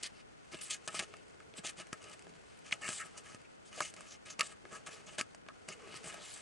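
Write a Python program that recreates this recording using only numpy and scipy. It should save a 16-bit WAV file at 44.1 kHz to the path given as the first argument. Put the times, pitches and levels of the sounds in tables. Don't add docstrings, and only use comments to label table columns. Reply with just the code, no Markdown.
import sys
import numpy as np
from scipy import signal
from scipy.fft import rfft, irfft
from scipy.io import wavfile

SR = 44100
rng = np.random.default_rng(int(sys.argv[2]) if len(sys.argv) > 2 else 0)


def put_to_file(sound):
    columns = np.atleast_2d(sound).T
    safe = np.clip(columns, -1, 1)
    whole_steps = np.round(safe * 32767)
    wavfile.write(sys.argv[1], SR, whole_steps.astype(np.int16))


def invert_db(x):
    u = np.asarray(x, float) / 20
    return 10 ** u


N = 282681

# start in seconds, length in seconds,
# skin hiss at landing in dB, skin hiss at lifting in dB, bending in dB.
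EDGE_STROKES = [(0.56, 0.06, -62, -65, -11), (0.608, 0.084, -48, -55, -10), (4.427, 0.038, -51, -52, -8.5),
                (4.48, 0.042, -62, -59.5, -3.5), (0.876, .012, -37.5, -59, 11),
                (0.9, 0.056, -56.5, -48, -0.5), (1.545, 0.023, -73, -56, -6),
                (1.567, 0.033, -53.5, -64, -5.5), (1.9285, 0.003, -31.5, -67, 6),
                (2.81, 0.11, -55.5, -45, 3.5), (2.898, 0.072, -49, -45, -20), (2.974, 0.039, -47, -49, -8),
                (3.022, 0.034, -67, -59.5, -0.5), (6.038, 0.035, -52.5, -51, 3.5),
                (6.078, 0.024, -49, -53, 2), (6.114, 0.11, -56.5, -68, -0.5),
                (6.2, 0.14, -61.5, -52.5, -19), (6.358, 0.089, -58.5, -54, -8.5)]
# start in seconds, length in seconds,
# skin hiss at landing in dB, skin hiss at lifting in dB, bending in dB.
FACE_STROKES = [
    (0.026, 0.034, -47, -44, -4.5),
    (0.132, 0.074, -70, -65, -11),
    (0.513, 0.032, -57, -53, 1),
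    (0.945, 0.041, -48, -50.5, 4),
    (4.39, 0.0037, -32, -56, 27.5),
    (4.396, 0.027, -43, -58, 9),
    (5.788, 0.18, -80.5, -53, 3),
    (2.454, 0.12, -76.5, -71, -22),
]
# start in seconds, length in seconds,
# skin hiss at landing in dB, skin hiss at lifting in dB, bending in dB.
FLAP_STROKES = [(0.696, 0.011, -48.5, -35, -4), (0.709, 0.034, -38.5, -44.5, -4),
                (0.9912, .007, -32, -48, 15), (0.997, 0.033, -81, -51.5, 7.5),
                (1.634, 0.018, -62.5, -39, 9.5), (1.661, 0.034, -40.5, -51, 0.5),
                (1.768, .02, -59.5, -54, -8), (1.78, 0.026, -50.5, -52, 7), (1.992, 0.048, -73, -63, -5),
                (2.037, 0.098, -66.5, -58, 0), (2.64, 0.05, -67, -58, -7), (2.715, 0.025, -47, -52.5, 2),
                (3.713, 0.075, -68, -50, 1), (3.816, 0.036, -47.5, -44, -3.5), (3.846, .05, -50, -59, -13),
                (3.961, 0.053, -66, -61, 0.5), (4.253, 0.055, -53.5, -62, -4.5),
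                (4.299, 0.028, -72, -61, 2), (5.061, 0.03, -56.5, -63, 3), (5.096, .036, -67, -56.5, -8),
                (5.122, 0.026, -69, -59, 0.5), (5.68, 0.026, -55, -62, 8), (5.706, 0.019, -64, -50.5, 1)]
# start in seconds, length in seconds,
# skin hiss at landing in dB, skin hiss at lifting in dB, bending in dB.
PANEL_STROKES = [(3.138, 0.041, -99, -48.5, 1.5), (3.237, .116, -63, -62.5, -2.5),
                 (3.65, 0.035, -65, -60, -27), (3.8057, 0.01, -41, -57, 14.5),
                 (4.037, 0.11, -67.5, -60, -6.5), (4.116, 0.028, -57, -68, -6), (4.708, 0.058, -60, -52, 4),
                 (4.861, 0.026, -45.5, -56.5, 8.5), (4.907, .02, -62, -53, -7),
                 (4.929, 0.072, -57, -71.5, -5.5), (5.179, .01, -47, -40, 16), (5.19, 0.014, -35.5, -45, 6)]
# skin hiss peak in Hz, flap ring centre in Hz,
# then flaps, panels and walls, each in dB relative to the hiss.
PLACES = [
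    (7620, 2220, 0.5, -3, -7),
    (4580, 2320, 1.5, -6.5, -12.5),
    (6630, 2330, 0.5, -7, -8.5),
    (6600, 2230, -1, -5.5, -10.5),
]
# share of the bending it takes, dB it lags per dB of faster sliding.
BODY_ANSWER = [
    (.4, 0.4),
    (.9, 0.84),
    (.9, 0.8325),
]
# frequency in Hz, width in Hz, level in dB.
SHEET = [(1149, 20.4, -1), (1282, 45.6, 6.5), (1640, 39, 5), (1754, 250, 2.5), (1827, 53, 3),
         (2153, 193, 3.5), (2200, 205, 4), (2460, 12, -25), (2700, 50, 0), (2924, 71, 1.5), (3560, 13, -1)]
# frequency in Hz, width in Hz, level in dB.
WALLS = [(60.4, 97, -6), (175, 38.5, 1), (350, 37, 3), (435, 197, -5), (615, 70, 3), (834, 40, -3)]
# frequency in Hz, width in Hz, level in dB.
FREE_EDGES = [(3820, 180, -2.5), (4860, 71, 12.5), (5400, 3600, -22.5), (7130, 150, 9.5), (8300, 330, -2)]
# frequency in Hz, level in dB.
SKIN_TONE = [(1760, -55.5), (3000, -4), (8380, -2), (10000, -2), (10600, -14), (11000, -76), (14300, -49),
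             (22000, -120)]
# start in seconds, length in seconds,
# level in dB, centre in Hz.
FLEXES = [(0.124, 0.073, -74, 3060), (0.53, 0.027, -60, 440), (0.531, 0.023, -59.5, 200),
          (5.684, 0.034, -62, 5200), (0.705, 0.045, -53, 4200), (3.773, 0.02, -56, 500),
          (2.7235, 0.006, -38, 2250), (0.992, 0.008, -55, 1500), (4.408, 0.008, -47, 1650),
          (2.716, 0.014, -52, 4000), (6.255, 0.09, -58, 7600), (0.61, 0.04, -56, 8800),
          (4.9, 0.07, -60, 7200), (0.52, 0.02, -61, 2300), (2.83, 0.04, -54, 2200),
          (4.412, 0.011, -49, 2500), (0.55, 0.074, -62, 2800), (0.945, 0.018, -77, 2960),
          (1.089, 0.13, -70, 2870), (1.574, 0.03, -59, 173), (2.188, 0.21, -69, 175),
          (2.81, 0.075, -54, 1970), (2.979, 0.059, -51, 1700), (4.07, 0.095, -62, 5850),
          (4.288, 0.058, -56.5, 6100), (4.407, 0.0051, -43.5, 4600), (4.403, 0.012, -46, 1210),
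          (0.839, 0.035, -68, 7140), (3.436, 0.032, -69.5, 2370), (3.799, 0.021, -56.5, 1100),
          (3.816, 0.021, -52, 2320), (5.185, 0.044, -55.5, 1200), (4.638, 0.025, -62.5, 380),
          (4.701, 0.083, -63, 1240), (5.059, 0.052, -63, 3040), (5.484, 0.03, -62, 1300),
          (5.713, 0.018, -59, 2880), (5.895, 0.075, -67, 145), (6.035, 0.04, -62, 144),
          (6.175, 0.12, -63, 3860)]
# time in seconds, peak in dB, ring centre in Hz,
# thump in dB relative to the ring, tick in dB relative to the ring.
DEEP_SNAPS = [(1.5831, -34, 2670, -7.5, -19), (1.9278, -27, 1670, -7, -7.5), (2.1919, -40, 2480, -32, -1),
              (2.337, -44.5, 2720, -27, -29), (2.7238, -16, 2300, -23.5, -50),
              (2.8787, -24, 1900, -28, -29), (2.8884, -26, 1650, -7, 4.5), (3.3455, -43, 1680, 4.5, 6),
              (5.2103, -19, 1980, -15, -7), (5.4633, -44.5, 1250, -4, -22), (6.0417, -38, 1730, -7, -9),
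              (6.0574, -44, 1730, 1, 1)]
# time in seconds, peak in dB, ring centre in Hz,
# thump in dB relative to the ring, tick in dB relative to the ring.
WALL_SNAPS = [(0.0315, -34.5, 2570, -11, 13), (0.5353, -39, 2640, -24, -9), (0.5436, -31, 2730, -5, -10),
              (0.9436, -37, 2900, 4, -3), (1.024, -35.5, 2620, -2.5, -1), (1.4015, -41.5, 1550, -41, -11),
              (1.5383, -39, 2500, -10, -39), (2.0403, -37.5, 2780, -13, -2.5),
              (2.2677, -46, 1280, 2.5, -22), (3.938, -42.5, 1710, -2.5, 8.5), (4.0062, -37, 1240, -30, 1.5),
              (4.3026, -41, 1180, -25, 1.5), (4.3934, -20, 2200, -32, -2), (5.686, -31, 1930, -11, 2.5),
              (5.873, -51, 1640, 8, 3), (5.9409, -41, 1260, 2.5, 1), (6.0991, -34, 1740, -27, -20)]
# time in seconds, peak in dB, ring centre in Hz,
# thump in dB relative to the ring, tick in dB relative to the ring.
TIGHT_SNAPS = [(0.8754, -36, 1280, 2, 14.5), (0.9922, -20, 2840, -19, -5), (1.1378, -36.5, 1690, -8, -12),
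               (1.6471, -29.5, 2460, -4.5, -28), (1.8684, -47, 1740, -8, 4.5), (2.7095, -35, 1740, -13, -2),
               (3.8046, -18, 1200, -13.5, -27), (4.4071, -12.5, 2470, -22.5, -28),
               (4.6515, -40, 1650, -4, -27), (4.8688, -31.5, 1290, -21, -16),
               (5.1828, -27.5, 1370, -5.5, 2.5), (5.3463, -40.5, 1450, -4, 2),
               (5.4854, -31, 1500, -12, -38), (6.0719, -48, 1270, -20, 5), (6.141, -36, 1720, -5, 2)]
# time in seconds, peak in dB.
FIBRE_TICKS = [(0.673, -36), (1.0815, -51), (1.168, -38.5), (1.2818, -45), (1.8936, -54), (2.0276, -38),
               (2.0966, -35), (2.131, -39), (2.2235, -38), (2.59, -43), (3.4167, -43.5), (3.9648, -33),
               (4.4083, -11), (5.2116, -18), (3.8046, -20.5), (1.93, -26), (0.9933, -29), (0.9943, -20),
               (2.9015, -33), (2.8145, -41), (2.844, -28), (0.523, -43), (0.6128, -42), (0.7085, -34),
               (0.59, -44), (0.742, -36), (6.0715, -33), (5.875, -42), (6.33, -40), (3.853, -36),
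               (4.764, -42), (1.571, -42), (3.1844, -38), (4.259, -40), (4.395, -20), (5.0683, -43),
               (5.716, -40), (6.142, -42), (2.965, -33), (3.002, -33), (5.9744, -50)]
# time in seconds, faint rustle in dB.
GRIP_RUSTLE = [(0.0, -57.5), (0.19, -69), (0.5, -63.5), (1.0, -60.5), (1.41, -66.5), (1.86, -62.5),
               (2.64, -64), (2.87, -56), (3.43, -66), (3.69, -65), (3.93, -63.5), (4.4, -67), (5.0, -61),
               (5.43, -67.5), (6.14, -55.5), (6.41, -59)]
# frequency in Hz, level in dB.
RUSTLE_TONE = [(410, -24.5), (700, -5.5), (2670, -4), (3470, -10.5), (7520, -10.5), (10450, -17),
               (11000, -37), (14300, -43), (22000, -120)]
# middle in seconds, length in seconds, level in dB.
HUMS = [
    (0.0, 0.026, -68),
    (1.2, 0.55, -64),
    (2.272, 0.38, -65.5),
    (2.912, 0.74, -69),
    (3.962, 0.092, -69),
    (4.806, 0.31, -64),
    (5.918, 0.15, -59.5),
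    (6.3, .3, -69),
]
# frequency in Hz, level in dB.
HISS_MID_TONE = [(15, -63), (25, -12.5), (101, -5), (178, -6.5), (819, -13), (1080, -20.5), (1400, -12),
                 (9680, -50.5), (11000, -40), (14300, -81), (22000, -120)]
# frequency in Hz, level in dB.
HISS_SIDE_TONE = [(15, -49), (25, -20), (156, -6), (518, -8), (1510, -17), (6440, -33.5), (7510, -35),
                  (9200, -34), (11000, -44), (14300, -94), (22000, -120)]


def rms_one(x):
    return x / np.sqrt(np.mean(x ** 2) + 1e-20)


def colour(x, tone):
    hz, level_db = np.transpose(tone)
    grid = np.maximum(np.fft.rfftfreq(4096, 1 / SR), 1)
    outline_db = np.interp(np.log(grid), np.log(hz), level_db)
    cepstrum = irfft(np.log(invert_db(outline_db)))
    cepstrum[1:2048] *= 2
    cepstrum[2049:] = 0
    response = irfft(np.exp(rfft(cepstrum)))
    return signal.fftconvolve(x, response)[:len(x)]


def resonate(x, modes, spread_db=0):
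    out = 0
    own_levels_db = spread_db + np.zeros(len(modes))
    for k, ((hz, width_hz, level_db), own_db) in enumerate(zip(modes, own_levels_db)):
        r = np.exp(-np.pi * np.clip(width_hz, 5, 2000) / SR)
        b = (1 - r * r) / 2 * np.array([1, 0, -1])
        a = [1, -2 * r * np.cos(2 * np.pi * hz / SR), r * r]
        out = out + (-1) ** k * invert_db(level_db + own_db) * signal.lfilter(b, a, x)
    return out


def near(modes, centre_hz, fall_db):
    return -fall_db * np.log2(np.array(modes)[:, 0] / centre_hz) ** 2


def bright(x):
    return colour(1.42 * x + resonate(x, FREE_EDGES), SKIN_TONE)


def drift(rate_hz):
    r = np.exp(-2 * np.pi * rate_hz / SR)
    wander = signal.lfilter([1], [1, -2 * r, r * r], rng.standard_normal(N + SR))
    return rms_one(wander[SR:])


def grains(per_s, uneven_db, clump_db):
    sizes = invert_db(uneven_db * np.minimum(rng.exponential(1, N), 5)) * rng.choice([-1, 1], N)
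    slipping = rng.random(N) < per_s / SR
    return rms_one(sizes * slipping * invert_db(clump_db * drift(48)))


def strokes():
    slips = grains(9000, uneven_db=3.0, clump_db=1.7)
    slips += 0.38 * grains(250, uneven_db=3.5, clump_db=3.0)
    ragged = invert_db(1.4 * np.array([drift(22) for layer in range(4)]))
    wall_slips = grains(2500, uneven_db=3.0, clump_db=1.5)
    wall_sound = rms_one(resonate(wall_slips, WALLS[1:]))
    panel_modes = SHEET[:2] + [(1230, 1180, -5.5)]
    flap_modes = SHEET[2:] + [(2460, 390, -3.0)]
    out, skin = flexes(slips), 0
    tables = EDGE_STROKES, FACE_STROKES, FLAP_STROKES, PANEL_STROKES
    for rows, (skin_hz, flap_hz, *body_db) in zip(tables, PLACES):
        gains = pressure(rows, body_db) * ragged
        hiss, flaps, panels, walls = signal.lfilter([0.008], [1, -0.992], gains)
        skin_slips = slips + resonate(slips, [(skin_hz, 1100, 3.0)])
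        skin = skin + hiss * rms_one(bright(skin_slips))
        out += walls * wall_sound
        flap_lean_db = near(flap_modes, flap_hz, fall_db=37.0)
        for gain, modes, lean_db in ((flaps, flap_modes, flap_lean_db), (panels, panel_modes, 0)):
            usual = np.std(resonate(slips[:2 * SR], modes, lean_db))
            out += resonate(gain * slips, modes, lean_db) / usual
    return out + patchy(skin)


def pressure(rows, body_db):
    usual_hiss_db, lift_db_per_s = -53.5, 810
    takes, lags = np.transpose(BODY_ANSWER)[:, :, None]
    gains = np.full((4, N), 1e-10)
    for s, length, land_db, lift_db, bend_db in rows:
        span = slice(round(s * SR), min(round((s + length + 0.12) * SR), N))
        age = np.arange(span.start, span.stop) / SR - s
        slide_db = np.interp(age, [0, length], [land_db, lift_db])
        rest_db = np.array(body_db)[:, None] + takes * bend_db - lags * (slide_db - usual_hiss_db)
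        fading_db = slide_db - lift_db_per_s * np.maximum(age - length, 0)
        layers_db = fading_db + np.vstack([0 * age, rest_db])
        gains[:, span] = np.maximum(gains[:, span], invert_db(layers_db))
    return gains


def flexes(slips):
    out, modes = np.zeros(N), WALLS + SHEET
    for s, length, level_db, centre_hz in FLEXES:
        at = round(s * SR)
        age = np.arange(min(round((length + 0.05) * SR), N - at)) / SR
        swell = np.sin(np.pi * np.minimum(age / length, 1))
        x = slips[at:][:len(age)] * swell
        ring = resonate(x, modes, near(modes, centre_hz, fall_db=37.0))
        ring += resonate(x, [(centre_hz, 0.22 * centre_hz, -1.0)])
        damped_db = level_db - 2000 * np.maximum(age - length, 0)
        out[at:][:len(age)] += invert_db(damped_db) * rms_one(ring)
    return out


def patchy(x):
    patches_hz = 3600, 4700, 5800, 6900, 8000, 9200
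    return x + 0.27 * sum(drift(13.8) * resonate(x, [(hz, 1000, 0)]) for hz in patches_hz)


def snaps():
    length, give = round(0.09 * SR), round(0.0013 * SR)
    age = np.arange(length) / SR
    out = np.zeros(N + length)
    kinds = (DEEP_SNAPS, 175), (WALL_SNAPS, 390), (TIGHT_SNAPS, 600)
    events = sorted((*row, hz) for rows, hz in kinds for row in rows)
    crackles = rng.standard_normal((len(events), length))
    strengths = rng.standard_normal((len(events), len(SHEET)))
    soften = signal.butter(1, 4200, fs=SR)
    for event, crackle, own in zip(events, crackles, strengths):
        s, peak_db, ring_hz, thump_db, tick_db, thump_hz = event
        kick = 0.15 * crackle * invert_db(-60 * age / 0.051)
        kick[:give] *= 0.6
        kick[give] += 3.2
        ring = resonate(kick, SHEET, 2.25 * own + near(SHEET, ring_hz, fall_db=20.0))
        ring += resonate(kick, [(ring_hz, 0.65 * ring_hz, -4.0)])
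        ring = signal.lfilter(*soften, ring)
        ring *= invert_db(-60 * age / 0.036)
        thump = resonate(kick, WALLS, near(WALLS, thump_hz, fall_db=15.0))
        thump += resonate(kick, [(thump_hz, 0.44 * thump_hz, 1.5)])
        thump *= invert_db(-60 * age / 0.034)
        parts = [(ring, 0), (thump, thump_db + 4.0), (bright(kick), tick_db + 0.5)]
        at = round(s * SR)
        out[at:at + length] += sum(invert_db(peak_db + db - 3.0) * p / np.abs(p).max() for p, db in parts)
    return signal.sosfilt(signal.butter(2, 110, "high", fs=SR, output="sos"), out[:N])


def ticks():
    s, peak_db = np.transpose(FIBRE_TICKS)
    clicks = np.zeros(N)
    for lag_s, loss_db in ((0, 1.2), (0.0004, 3.0)):
        clicks[((s + lag_s) * SR).astype(int)] = invert_db(peak_db - loss_db + 4.0)
    clicks = clicks + 1e-18
    return bright(clicks) + resonate(clicks, [(2260, 900, 4.1)])


def grip():
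    time = np.arange(N) / SR
    rustle_db = np.interp(time, *np.transpose(GRIP_RUSTLE))
    rustle = rms_one(colour(grains(5000, uneven_db=-1.5, clump_db=1.5), RUSTLE_TONE))
    middle, length, level_db = np.transpose(HUMS)[:, :, None]
    away = np.maximum(np.abs(time - middle) - length / 2, 0)
    hum_db = np.max(level_db - 37 * away, axis=0)
    hollow_hz, hollow_width_hz = 432, 50
    hum = rms_one(resonate(rng.standard_normal(N), [(hollow_hz, hollow_width_hz, 0)]))
    return invert_db(rustle_db - 2.5) * rustle + invert_db(hum_db - 1.5 + 2 * drift(12)) * hum


def nearby(x):
    mid_t60_s, side_t60_s = 0.045, 0.02
    mid_db, side_db = -14, -17
    age = np.arange(round(0.12 * SR)) / SR
    tails = rng.standard_normal((2, len(age))) * invert_db(-60 * age / [[mid_t60_s], [side_t60_s]])
    tails *= age > 0.0005
    tails /= np.sqrt(np.sum(tails ** 2, axis=1, keepdims=True))
    mid, side = signal.fftconvolve(x[None], tails, axes=1)[:, :N]
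    side = invert_db(side_db) * side + resonate(side, [(9600, 600, -1.0), (1240, 500, -8.0)])
    side *= drift(30)
    return invert_db(mid_db) * mid + side * [[1], [-1]]


def microphone_hiss():
    mid_db, side_db, whine_db = -67, -57.5, -80.0
    whine_hz, whine_width_hz = 1440, 24
    mid = invert_db(mid_db) * rms_one(colour(rng.standard_normal(N), HISS_MID_TONE))
    side = invert_db(side_db) * rms_one(colour(rng.standard_normal(N), HISS_SIDE_TONE))
    whine = rms_one(resonate(rng.standard_normal(N), [(whine_hz, whine_width_hz, 0)]))
    return mid + invert_db(whine_db) * whine + side * [[1], [-1]]


def scene():
    paper = strokes() + snaps() + ticks() + grip()
    left_lead_db = 1.2
    pan = invert_db(np.array([[0.5], [-0.5]]) * left_lead_db)
    return pan * (paper + nearby(paper) + microphone_hiss())


def band_limit(x):
    return signal.sosfilt(signal.butter(12, 11160, fs=SR, output="sos"), x)


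def record(dry):
    top_cut = signal.cheby2(14, 70, 1.06 * 10780, fs=SR, output="sos")
    mix = signal.sosfilt(top_cut, dry)
    return band_limit(mix)


dry = scene()
out = record(dry)
put_to_file(out)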